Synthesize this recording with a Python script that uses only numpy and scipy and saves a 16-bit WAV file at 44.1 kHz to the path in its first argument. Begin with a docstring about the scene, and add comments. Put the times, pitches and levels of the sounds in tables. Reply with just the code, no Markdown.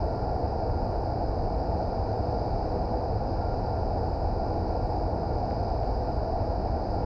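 """A vertical wind tunnel at full flow, heard by a small camera shut in its housing beside the glass wall.
From the start the ducts rumble, the air column roars and hisses, and one fan tone wavers; the housing
favours a band near 700 Hz, a small cavity one near 5 kHz. Low duct tones and a faint whistle come and go.
From 2.7 s to the end the recorder ticks faintly four times. Throughout, it evens the level and rounds
the highest peaks."""
import sys
import numpy as np
from scipy import signal
from scipy.fft import rfft, irfft, next_fast_len
from scipy.io import wavfile
from scipy.ndimage import uniform_filter1d

SR = 44100
rng = np.random.default_rng(int(sys.argv[2]) if len(sys.argv) > 2 else 0)


def wrap_up_sound(samples):
    """Save the sound to the file named by the first command line argument, as 16-bit audio."""
    columns = np.atleast_2d(samples).T
    # keep every value between -1 and 1, then stretch to whole-number steps
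    tamed = np.clip(columns, -1, 1)
    steps = np.round(tamed * 32767).astype(np.int16)
    wavfile.write(sys.argv[1], SR, steps)


N = 310895


def undb(db):
    """Decibels to gain."""
    return 10 ** (np.asarray(db) / 20)


def curve(points):
    """Rows of time_s, value interpolated to every sample."""
    time_s, values = np.transpose(points)
    return np.interp(np.arange(N) / SR, time_s, values)


def noise(gain):
    """Unit-rms noise with amplitude spectrum gain(hz)."""
    size = next_fast_len(N)
    hz = np.maximum(np.arange(size // 2 + 1) * SR / size, 1)
    x = irfft(rfft(rng.standard_normal(size)) * gain(hz), size)[:N]
    return x / np.std(x)


def coloured(spectrum):
    """Unit-rms noise shaped by rows of freq_hz, relative_db; silent outside them."""
    freq_hz, relative_db = np.transpose(spectrum)
    return noise(lambda hz: undb(np.interp(np.log(hz), np.log(freq_hz), relative_db, -200, -200)))


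def ring(centre_hz, width_hz):
    """Unit-rms noise through one steep resonance."""
    return noise(lambda hz: 1 / (1 + (2 * (hz - centre_hz) / width_hz) ** 2))


def walk(rate_hz):
    """Random steps at rate_hz, smoothed twice; unit spread."""
    hold = int(SR / rate_hz)
    steps = np.repeat(rng.standard_normal(N // hold + 1), hold)
    smooth = uniform_filter1d(uniform_filter1d(steps, hold), hold)[:N]
    return (smooth - smooth.mean()) / smooth.std()


def sine(pitch_hz):
    """Unit-rms sine following a pitch curve."""
    return np.sqrt(2) * np.sin(2 * np.pi * np.cumsum(pitch_hz) / SR)


# Duct noise spectra: freq_hz, relative_db
THROB_SPECTRUM = [(10, -40), (16, -22.5), (22, -8), (27, -6.5), (34, 1), (42, -5.5), (50, -3.5), (58, -2.5),
                  (66, -20.5)]
RUMBLE_SPECTRUM = [(50, -18.5), (60, 1), (72, 3.5), (98, -2), (112, 0.5), (120, -7.5), (150, -9.5),
                   (165, -31)]
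def duct_rumble(throb_db=-35.5, rumble_db=-33.5):
    """Airflow in the ducts: a deep throb under a steady rumble."""
    return undb(throb_db) * coloured(THROB_SPECTRUM) + undb(rumble_db) * coloured(RUMBLE_SPECTRUM)


# Roar spectrum: freq_hz, relative_db
ROAR_SPECTRUM = [(88, -30.5), (150, -5), (284, -4.5), (320, -3.5), (377, -4.5), (484, -1), (569, -5),
                 (662, 1), (746, 0.5), (850, -3), (900, -6.5), (1060, -17.5), (1310, -25), (1360, -25),
                 (1410, -21.5), (1580, -28), (2000, -34), (2600, -67), (4400, -120)]
def air_roar(level_db=-31.5):
    """The air column roars; the housing favours the band near 700 Hz."""
    return undb(level_db) * coloured(ROAR_SPECTRUM)


# Jet hiss: freq_hz, relative_db
JET_SPECTRUM = [(1900, -26.5), (2250, -7.5), (2490, -11.5), (2710, -16.5), (3390, -27.5), (3900, -15),
                (4710, -2.5), (4920, 1), (5180, -5), (5580, -16), (6390, -24.5), (6900, -34.5), (7600, -63)]
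# Thin high hiss, ending above 13.5 kHz in the recorder's faint noise floor: freq_hz, relative_db
HIGH_HISS_SPECTRUM = [(6500, -18.5), (7300, 0.5), (7700, -5), (8400, -4.5), (8900, -10.5), (9400, -18.5),
                      (9900, -14), (10400, -13), (10900, -17), (11800, -14.5), (12300, -17), (13400, -22.5),
                      (13550, -32), (15900, -33)]
# Envelopes: time_s, level_db
JET_ENVELOPE = [(0.0, -53.5), (0.04, -56.5), (2.22, -56), (2.32, -54.5), (2.33, -55), (3.24, -57),
                (3.28, -55.5), (3.4, -56), (4.91, -56), (4.99, -55), (5.16, -57.5), (5.18, -56.5),
                (5.69, -54.5), (6.03, -56), (7.01, -56), (7.05, -57.5)]
HIGH_HISS_ENVELOPE = [(0.1, -83.5), (0.71, -86), (0.85, -82), (0.91, -83.5), (1.52, -84), (1.56, -83),
                      (1.79, -84), (2.1, -87), (2.18, -83), (3.38, -86), (4.1, -83.5), (4.65, -85.5),
                      (4.88, -82), (5.27, -85), (5.83, -83), (6.86, -85.5), (6.96, -82), (7.0, -86)]
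WHISTLE_ENVELOPE = [(0, -100), (0.7, -102), (0.85, -93), (1.0, -96), (1.9, -102), (2.22, -89), (2.45, -97),
                    (3.1, -101), (3.8, -99), (4.05, -88), (4.3, -98), (4.75, -99.5), (4.9, -88),
                    (5.2, -96.5), (5.9, -97), (6.75, -100), (6.95, -91)]
def hiss(gust_db=0.2):
    """The jet hisses through the floor net in slight gusts; above it, thin hiss and a breathy whistle."""
    jet = undb(curve(JET_ENVELOPE)) * coloured(JET_SPECTRUM)
    high_hiss = undb(curve(HIGH_HISS_ENVELOPE)) * coloured(HIGH_HISS_SPECTRUM)
    whistle = undb(curve(WHISTLE_ENVELOPE)) * ring(centre_hz=7160, width_hz=260)
    return undb(gust_db * walk(rate_hz=4.7)) * (jet + high_hiss + whistle)


# Duct and chamber modes: pitch_hz, width_hz, level_db
STANDING_WAVES = [(33.4, 9, -45.5), (86.3, 4.4, -46), (99.4, 8.8, -42), (133.6, 3.1, -51.5),
                  (184.1, 12, -48.5), (244.6, 13, -50.5), (496.6, 5.2, -52.5), (652, 31, -51),
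                  (668.7, 7.9, -50.5), (752, 46, -51.5), (821, 4.5, -53.5)]
def duct_hum():
    """Turbulence keeps standing waves humming."""
    return sum(undb(level_db) * ring(pitch_hz, width_hz)
               for pitch_hz, width_hz, level_db in STANDING_WAVES)


# Duct tones: pitch_hz
DRONE_PITCHES = 50.5, 110.5, 319, 85, 496
# One envelope per tone: time_s, level_db
DRONE_ENVELOPES = [
    [(0, -38), (0.3, -39), (0.5, -48), (1.35, -44), (1.56, -29), (1.75, -48), (2.6, -46), (2.8, -38),
     (3.1, -48), (3.55, -46), (3.75, -36), (4.0, -48), (4.85, -46), (5.15, -35), (5.4, -50), (5.7, -35),
     (6.1, -36), (6.25, -43), (6.55, -34.5), (6.75, -40), (7.05, -33)],
    [(0, -52), (1.5, -50), (1.8, -41), (2.5, -38.5), (2.75, -52), (3.1, -38.5), (3.4, -41), (3.9, -44),
     (4.1, -52), (7.05, -50)],
    [(0, -52), (0.9, -58), (1.2, -47), (1.9, -47), (2.7, -50), (3.0, -58), (4.2, -54), (4.6, -44),
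     (5.1, -45), (5.7, -50), (6.3, -48), (7.05, -46)],
    [(0, -46), (1.0, -44), (2.0, -50), (3.2, -46), (3.5, -38), (4.1, -39), (4.4, -46), (4.7, -37),
     (5.0, -44), (6.0, -44), (7.05, -46)],
    [(0, -54), (0.5, -47), (1.0, -52), (1.8, -47), (2.7, -47), (3.5, -49), (4.0, -47), (5.0, -52),
     (5.7, -47), (6.6, -49), (7.05, -52)],
]
def duct_drones():
    """Low standing waves, steady enough at times to be heard as tones."""
    return sum(undb(curve(envelope)) * sine(pitch_hz + walk(rate_hz=4))
               for pitch_hz, envelope in zip(DRONE_PITCHES, DRONE_ENVELOPES))


# Fan tone envelope: time_s, level_db
WHINE_ENVELOPE = [(0.0, -57), (0.06, -64), (0.12, -57), (0.22, -61), (0.36, -58), (0.46, -66), (0.62, -61),
                  (0.8, -58), (0.92, -61), (1.0, -69), (1.1, -60), (1.25, -66), (1.42, -69), (1.52, -58),
                  (1.65, -62), (1.95, -61), (2.25, -63), (2.35, -59), (2.55, -60), (2.75, -65), (2.94, -59),
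                  (3.05, -65), (3.2, -61), (3.28, -64), (3.4, -57), (3.54, -56), (3.6, -66), (3.67, -56),
                  (3.76, -56), (3.83, -64), (4.0, -62), (4.25, -63), (4.46, -58), (4.55, -64), (4.68, -58),
                  (4.82, -59), (4.9, -68), (5.2, -63), (5.38, -60), (5.55, -66), (5.68, -58), (5.78, -68),
                  (5.9, -60), (6.0, -67), (6.25, -60), (6.4, -67), (6.5, -57), (6.62, -63), (6.75, -60),
                  (6.86, -65), (6.95, -57), (7.05, -59)]
def fan_whine(pitch_hz=1388, wander_hz=2.4, flicker_db=.7, noise_share=.08):
    """A blade tone blurred by turbulent inflow: a wandering sine plus a narrow noise band."""
    tone = sine(pitch_hz + wander_hz * walk(rate_hz=6))
    level_db = curve(WHINE_ENVELOPE) + flicker_db * walk(rate_hz=18)
    blur = ring(pitch_hz, width_hz=16)
    return undb(level_db) * (np.sqrt(1 - noise_share) * tone + np.sqrt(noise_share) * blur)


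# Dents before the high-pass: start_s, peak_db, length_ms
TICK_DENTS = [(2.7044, -42.5, .38), (5.5098, -29.5, .54), (5.8335, -34, .42), (7.0313, -39, .4)]
def recorder_ticks(highpass_hz=1200):
    """Dull ticks, as of peaks at the recorder's limit: short pressure dents with the bass removed."""
    time_s, dents = np.arange(N) / SR, np.zeros(N)
    for start_s, peak_db, length_ms in TICK_DENTS:
        position = 2000 * (time_s - start_s) / length_ms - 1  # -1 to 1 across the dent
        dents -= undb(peak_db) * np.maximum(1 - position ** 2, 0) ** 2
    return signal.sosfilt(signal.butter(2, highpass_hz, "high", fs=SR, output="sos"), dents)


def housing_notch(x, centre_hz=2072, width_hz=100, gain_db=-12):
    """Two paths through the shell cancel in one narrow band."""
    b, a = signal.iirpeak(centre_hz, centre_hz / width_hz, SR)
    return x - (1 - undb(gain_db)) * signal.filtfilt(b, a, x)


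def scene():
    """All sources at one microphone inside the housing."""
    continuous = duct_rumble() + air_roar() + hiss() + duct_hum() + duct_drones() + fan_whine()
    return (housing_notch(continuous) + recorder_ticks())[None]


def record(dry, window_s=0.2, squeeze=0.45, ceiling=.158, knee=8, fade_s=.004, lowpass_hz=15750):
    """Gain control leans against short swells; peaks are rounded, the ends faded, the top cut."""
    window = int(window_s * SR)
    power = uniform_filter1d(uniform_filter1d(dry ** 2, window), window)
    even = dry * (np.mean(power) / power) ** (squeeze / 2)
    rounded = even / (1 + np.abs(even / ceiling) ** knee) ** (1 / knee)
    edge_s = np.minimum(np.arange(N), np.arange(N)[::-1]) / SR
    fade = np.sin(np.pi / 2 * np.minimum(edge_s / fade_s, 1)) ** 2
    lowpass = signal.ellip(8, .1, 30, lowpass_hz, fs=SR, output="sos")
    return signal.sosfiltfilt(lowpass, fade * rounded)


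dry = scene()
out = record(dry)
wrap_up_sound(out)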